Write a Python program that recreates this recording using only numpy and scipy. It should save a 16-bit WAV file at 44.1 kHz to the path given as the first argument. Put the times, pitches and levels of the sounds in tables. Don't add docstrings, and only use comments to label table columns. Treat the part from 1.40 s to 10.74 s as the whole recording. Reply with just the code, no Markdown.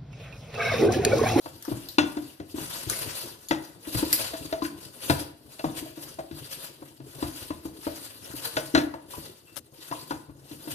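import sys
import numpy as np
from scipy import signal
from scipy.fft import rfft, irfft, next_fast_len
from scipy.io import wavfile
from scipy.ndimage import uniform_filter1d, map_coordinates

SR = 44100
rng = np.random.default_rng(int(sys.argv[2]) if len(sys.argv) > 2 else 0)


def int16_out(signal):
    q = np.round(np.clip(np.atleast_2d(signal).T, -1, 1) * 32767)
    wavfile.write(sys.argv[1], SR, q.astype(np.int16))


N = 411894

# full strength from in seconds, hold in seconds, hiss level in dB.
DOUGH_STROKES = [(.05, 0.05, -51.5), (.3, 0.14, -46.5), (.66, 0.23, -51.5), (1.2, 0.11, -42.5),
                 (1.328, 0.4, -43.5), (1.521, 0.3, -39.5), (1.97, 0.32, -55.5), (2.533, 0.32, -39.5),
                 (2.82, 0.3, -45.5), (3.42, 0.035, -50), (3.658, 0.012, -36.5), (4.15, 0.17, -49.5),
                 (4.46, 0.29, -51), (4.989, 0.23, -46.5), (5.43, 0.035, -54), (5.742, 0.32, -46),
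                 (6.22, 0.48, -54.5), (6.47, 0.76, -47), (7.025, 0.06, -41.5), (7.259, 0.18, -50.5),
                 (7.766, 0.079, -45), (8.09, .05, -56.5), (8.427, 0.3, -48.5), (9.091, 0.23, -51.5)]
RISE_DB_PER_S, FALL_DB_PER_S, REST_DB = 137, 128, -71.5
# peak time in seconds, hiss level in dB.
DOUGH_SQUISHES = [(2.584, -31.5), (2.81, -26), (3.252, -39.5), (3.709, -28), (3.803, -36.5), (4.38, -34.5),
                  (4.626, -40), (5.132, -36.5), (5.249, -36.5), (6.568, -39.5), (7.176, -37.5),
                  (9.316, -36)]
SQUISH_DB_PER_S = 368
# frequency in Hz, relative density in dB per Hz.
HISS_COLOUR = [(400, -5.5), (565, 0), (823, -7), (1480, -5), (2150, -9), (2860, -2), (7050, -6.5),
               (10300, -0.5), (14500, -5.5)]
# frequency in Hz, relative density in dB per Hz.
RUMBLE_COLOUR = [(24, -53), (40, -8.5), (136, 4.5), (203, -8.5), (319, 2.5), (1200, -19), (2640, -120)]
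# frequency in Hz, relative density in dB per Hz.
AIR_COLOUR = [(2400, -28), (4030, 14), (14500, 8)]
# start in seconds, level in dB, body and clang in dB relative to that level.
BOWL_KNOCKS = [(0.059, -39, -1, -10), (0.281, -24.5, -17.5, -40), (0.316, -21, -18.5, -32),
               (0.584, -11, -12, -6), (0.77, -22, -15.5, -19.5), (1, -32, -16, -13.5),
               (1.144, -25.5, -33, -35), (1.182, -29, -14.5, -20), (2.11, -17.5, -5.5, -5.5),
               (2.474, -30, -18, -34), (2.548, -26, -13, -24), (2.628, -17.5, -17, -35),
               (2.938, -34, -13, -4), (3.051, -36, -24, -37), (3.126, -30, -5.5, -3),
               (3.223, -22, -15, -15.5), (3.25, -32.5, -24, -3), (3.698, -15, -5.5, -7),
               (4.193, -45.5, 0, 6), (4.242, -20, -11.5, -21), (4.426, -29.5, -26, -37),
               (4.575, -35.5, -12, -33), (4.787, -35.5, -9.5, -17), (4.912, -32.5, -30, -13.5),
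               (5.422, -37, -7.5, -38), (5.602, -37.5, -18, -18.5), (5.826, -21.5, -7, -14.5),
               (6.105, -25.5, -11.5, -17), (6.254, -27.5, -15.5, -39), (6.468, -23.5, -10.5, -29),
               (6.94, -32, -26, -35), (7.168, -25.5, -3, 1.5), (7.342, -17.5, -39.5, -23),
               (7.349, -14.5, -6, -2), (7.376, -14, -18, -12), (7.539, -40.5, 2, -10),
               (8.513, -30.5, -8.5, -12), (8.709, -26.5, -7, -10.5), (8.896, -38.5, -16, -37),
               (9.113, -35, -21, -14), (9.274, -31, -15, -17)]
# Hz, level in dB, t60 in seconds.
BOOM_MODES = [(301.3, 7, 0.054), (319.6, -7.5, 0.15), (247, -24.5, 0.21)]
# delay in seconds, level in dB relative to the knock.
BOOM_RETURNS = [(.057, -14.5), (.113, -21)]
# frequency in Hz, level in dB, t60 in seconds.
STEEL_MODES = [(542, 5.5, 0.061), (648, 6, 0.11), (918.4, 7.5, 0.047), (987.6, 8, 0.039), (1474, 5, 0.077),
               (1718, 1, 0.066), (1936, 5.5, 0.036), (2695, 0, 0.068), (3420, -9.5, 0.12), (3600, 0, 0.036),
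               (4070, 8.5, 0.029), (4620, 12, 0.016)]
# frequency in Hz, level in dB, t60 in seconds.
WORKTOP_MODES = [(82.5, 2.5, 0.21), (139.3, 2, 0.33)]
# start in seconds, level in dB.
DOUGH_SMACKS = [(0.225, -34), (0.2507, -32), (0.4869, -31), (1.498, -19.5), (2.086, -30.5), (2.7283, -12.5),
                ]
# frequency in Hz, relative density in dB per Hz.
SMACK_COLOUR = [(300, -17.5), (2200, -13), (4900, -5.5), (7500, -10.5), (14500, -6.5)]
# start in seconds, level in dB.
HAND_PUNCHES = [(0.314, -24), (2.549, -19), (3.697, -19), (4.245, -25), (4.92, -34.5), (7.345, -22)]
PUNCH_T60_S = 0.26
# start in seconds, nearby frequency in Hz, level in dB, t60 in seconds.
WALL_NOTES = [(0.584, 3400, -32, 0.35), (2.111, 1940, -19.5, 0.037), (2.934, 645, -27, 0.088),
              (2.951, 1000, -35.5, 0.082), (3.025, 2730, -44, 0.055), (3.126, 645, -25, 0.13),
              (3.126, 3600, -40, 0.077), (3.22, 1000, -23, 0.054), (4.243, 925, -26, 0.043),
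              (4.459, 645, -35.5, 0.15), (7.17, 645, -26, 0.12), (7.736, 1000, -32.5, 0.11),
              (8.073, 2730, -55, 0.33), (8.55, 3600, -58, .6), (8.524, 1000, -25, 0.051),
              (8.708, 1000, -24, 0.031), (8.72, 925, -26, 0.057)]
# start in seconds, starting level in dB, length in seconds.
PORT_BRUSHES = [(8.159, -33, .01), (8.1657, -25, 0.033)]
# frequency in Hz, t60 in seconds.
ROOM_DECAY = [(300, 0.42), (2000, 0.54), (8000, 0.3)]
# frequency in Hz, left over right in dB.
LEFT_OVER_RIGHT = [(60, 7.5), (300, 4.5), (600, -2), (1300, 10.5), (4400, 3), (9000, 3.5)]
LEFT_LEAD_S = 0.000324
BASS_HZ, PORT_HZ, TOP_HZ = 43.4, 14700, 15800


def amp(db):
    return 10 ** (np.asarray(db) / 20)


def unit(x):
    return x / np.sqrt(np.mean(x ** 2) + 1e-20)


def along(points, hz):
    f, v = np.transpose(points)
    return np.interp(np.log(hz + 1), np.log(f + 1), v)


def wobble(rate):
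    knots = rng.standard_normal(int(N * rate / SR) + 4)
    return map_coordinates(knots, [np.arange(N) * rate / SR])


def filtered(x, response):
    m = next_fast_len(N + SR // 2)
    return irfft(rfft(x, m) * response(np.fft.rfftfreq(m, 1 / SR)), m)[..., :N]


def rush(colour, patchy_db, channels=1):
    z = signal.stft(rng.standard_normal((channels, N)), nperseg=256)[2]
    patches = uniform_filter1d(rng.standard_normal(z.shape[1:]), size=8, axis=0)
    patches = uniform_filter1d(patches, size=8, axis=1)
    noise = signal.istft(z * amp(patchy_db * unit(patches)), nperseg=256)[1][:, :N]
    return unit(filtered(noise, lambda hz: amp(along(colour, hz))))


def ring(modes, t, spread_db, attack, rough=0, colour=((1, 0),)):
    hz, db, t60 = np.transpose(modes)[:, :, None]
    luck = rng.standard_normal((2, len(modes), 1))
    drift = rough * np.cumsum(rng.standard_normal((len(modes), len(t))), axis=1)
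    level = amp(db + along(colour, hz) + spread_db * luck[0] - 60 * t / t60)
    waves = level * np.sin(2 * np.pi * hz * (1 + 0.0053 * luck[1]) * t + drift)
    return waves.sum(axis=0) * (1 - np.exp(-t / attack))


def place(out, start, sound):
    out[start:][:len(sound)] += sound


def handling_db():
    t, power = np.arange(N) / SR, amp(2 * REST_DB)
    for s, held, db in DOUGH_STROKES:
        rise = RISE_DB_PER_S * np.maximum(s - t, 0)
        fall = FALL_DB_PER_S * np.maximum(t - s - held, 0)
        power = power + amp(db - rise - fall) ** 2
    for s, db in DOUGH_SQUISHES:
        power = power + amp(db - SQUISH_DB_PER_S * np.abs(t - s)) ** 2
    return 10 * np.log10(power)


def sticky_crackle():
    happens = rng.random(N) < 700 / SR
    strength = amp(np.minimum(5 * rng.exponential(size=N), 15))
    snaps = happens * strength * rng.choice([-1, 1], N)
    t = np.arange(SR // 100) / SR
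    burst = amp(-60 * t / 0.00073) * rng.standard_normal(len(t))
    return unit(filtered(np.convolve(snaps, burst)[:N], lambda hz: amp(along(HISS_COLOUR, hz))))


def wall_response(f):
    return sum(amp(db) * 1j * f * 2.2 / t60 / (hz * hz - f * f + 1j * f * 1.7 / t60)
               for hz, db, t60 in STEEL_MODES)


def dough_drag(effort_db):
    hiss_db = effort_db + 2.45 * wobble(35) + 1.6 * wobble(130)
    common, left, right = rush(HISS_COLOUR, patchy_db=2.5, channels=3)
    hiss = 0.5 * common + 1.11 * np.array([left, right])
    singing = amp(-8.5) * unit(filtered(common, wall_response))
    return amp(hiss_db) * (hiss + singing + amp(-14.0) * sticky_crackle())


def bowl_rocking(effort_db):
    rocking_db = 0.3 * effort_db - 37.0 + 0.26 * wobble(7.6)
    return amp(rocking_db) * rush(RUMBLE_COLOUR, patchy_db=5.5)[0]


def kitchen_air():
    return amp(-67.5) * rush(AIR_COLOUR, patchy_db=9.0, channels=2)


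def bowl_knocks():
    out, t = np.zeros(N + SR), np.arange(SR // 3) / SR
    body_band = signal.butter(2, [500, 1600], "band", fs=SR)
    clang_band = signal.butter(2, [1400, 5500], "band", fs=SR)
    dying = amp(3.5 - 60 * t / 0.0077) + amp(-3.0 - 60 * t / 0.22)
    for s, db, body_db, clang_db in BOWL_KNOCKS:
        noise = rng.standard_normal((2, len(t))) * dying
        dense = amp(body_db + 4.0) * signal.lfilter(*body_band, noise[0])
        dense += amp(clang_db) * signal.lfilter(*clang_band, noise[1])
        dense += amp(clang_db - 4 - 60 * t / 0.0091) * signal.lfilter(*clang_band, noise[0])
        tilt = [(1100, body_db - 1.5), (1400, clang_db - 5.0)]
        steel = ring(STEEL_MODES, t, spread_db=4.0, attack=0.0021, rough=0.098, colour=tilt)
        boom = ring(BOOM_MODES, t, spread_db=0.5, attack=0.0044)
        thud = ring(WORKTOP_MODES, t, spread_db=4.0, attack=0.0035, rough=0.028)
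        thud *= amp(-0.4 * db - 29.5)
        start = round(s * SR) - 70
        place(out, start, amp(db) * (amp(1.2) * boom + thud))
        place(out, start + 70, amp(db) * (steel + dense))
        for delay, back_db in BOOM_RETURNS:
            place(out, start + round(delay * SR), amp(db + back_db) * boom)
    return out[:N]


def dough_smacks():
    envelope, t = np.zeros(N + SR), np.arange(SR // 4) / SR
    decay = amp(-60 * t / 0.024) + amp(-8.0 - 60 * t / 0.27)
    for s, db in DOUGH_SMACKS:
        place(envelope, round(s * SR), amp(db) * decay)
    return envelope[:N] * rush(SMACK_COLOUR, patchy_db=6.5, channels=2)


def hand_punches():
    out, t = np.zeros(N + SR), np.arange(SR // 3) / SR
    for s, db in HAND_PUNCHES:
        thud = ring(WORKTOP_MODES, t, spread_db=-3.0, attack=0.01, rough=0.056)
        place(out, round(s * SR), amp(db - 60 * t / PUNCH_T60_S) * thud)
    return out[:N]


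def wall_notes():
    out, t = np.zeros(N + SR), np.arange(SR // 3) / SR
    for s, near, db, t60 in WALL_NOTES:
        hz = min(STEEL_MODES, key=lambda mode: abs(mode[0] - near))[0]
        note = ring([(hz, db, t60)], t, spread_db=2.5, attack=0.00074, rough=0.075)
        place(out, round(s * SR), note)
    return out[:N]


def finger_brush():
    envelope = np.zeros(N)
    for s, db, length in PORT_BRUSHES:
        u = np.linspace(0, 1, round(length * SR))
        envelope[round(s * SR):][:len(u)] = amp(db - 16.0 * u) * np.clip(6 * (1 - u), 0, 1)
    scratch = envelope * amp(2.6 * wobble(900)) * rush(HISS_COLOUR, patchy_db=-1.5)[0]
    return scratch * amp([[0], [-24]])


def kitchen_room(x, count=32):
    out, step = np.zeros((2, N + SR)), N // count + 1
    for k in range(count):
        hz, t, z = signal.stft(rng.standard_normal((2, SR // 2)), SR, nperseg=256)
        z[1] = np.where(hz[:, None] < 500, 1.15 * z[0] + 0.53 * z[1], z[1])
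        decay = amp(-60 * t / along(ROOM_DECAY, hz)[:, None])
        tail = signal.istft(z * decay, SR, nperseg=256)[1]
        tail = tail / np.linalg.norm(tail[0])
        wet = signal.fftconvolve(x[None, k * step:(k + 1) * step], tail, axes=1)
        out[:, k * step + 200:][:, :wet.shape[1]] += wet
    return out[:, :N]


def ports(x):
    side = np.array([[0.5], [-0.5]])
    return filtered(x, lambda hz: amp(side * along(LEFT_OVER_RIGHT, hz))
                    * np.exp(2j * np.pi * hz * side * LEFT_LEAD_S))


def scene():
    effort_db = handling_db()
    soft = dough_drag(effort_db) + dough_smacks()
    hard = bowl_rocking(effort_db) + bowl_knocks() + hand_punches() + wall_notes()
    spread = filtered(hard, lambda hz: 1 / (1 + 1j * hz / 1200))
    wet = kitchen_room(amp(-6.5) * (soft[0] + spread)) * amp([[1.5], [-1.5]])
    return ports(soft + hard) + wet + finger_brush() + kitchen_air()


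def record(dry):
    def response(hz):
        treble = np.where(hz > PORT_HZ, amp(-48 - 0.027 * (hz - PORT_HZ)), 1)
        return treble * (hz < TOP_HZ) / (1 - 1j * BASS_HZ / (hz + 1)) ** 2
    return filtered(dry, response)


dry = scene()
out = record(dry)
int16_out(out)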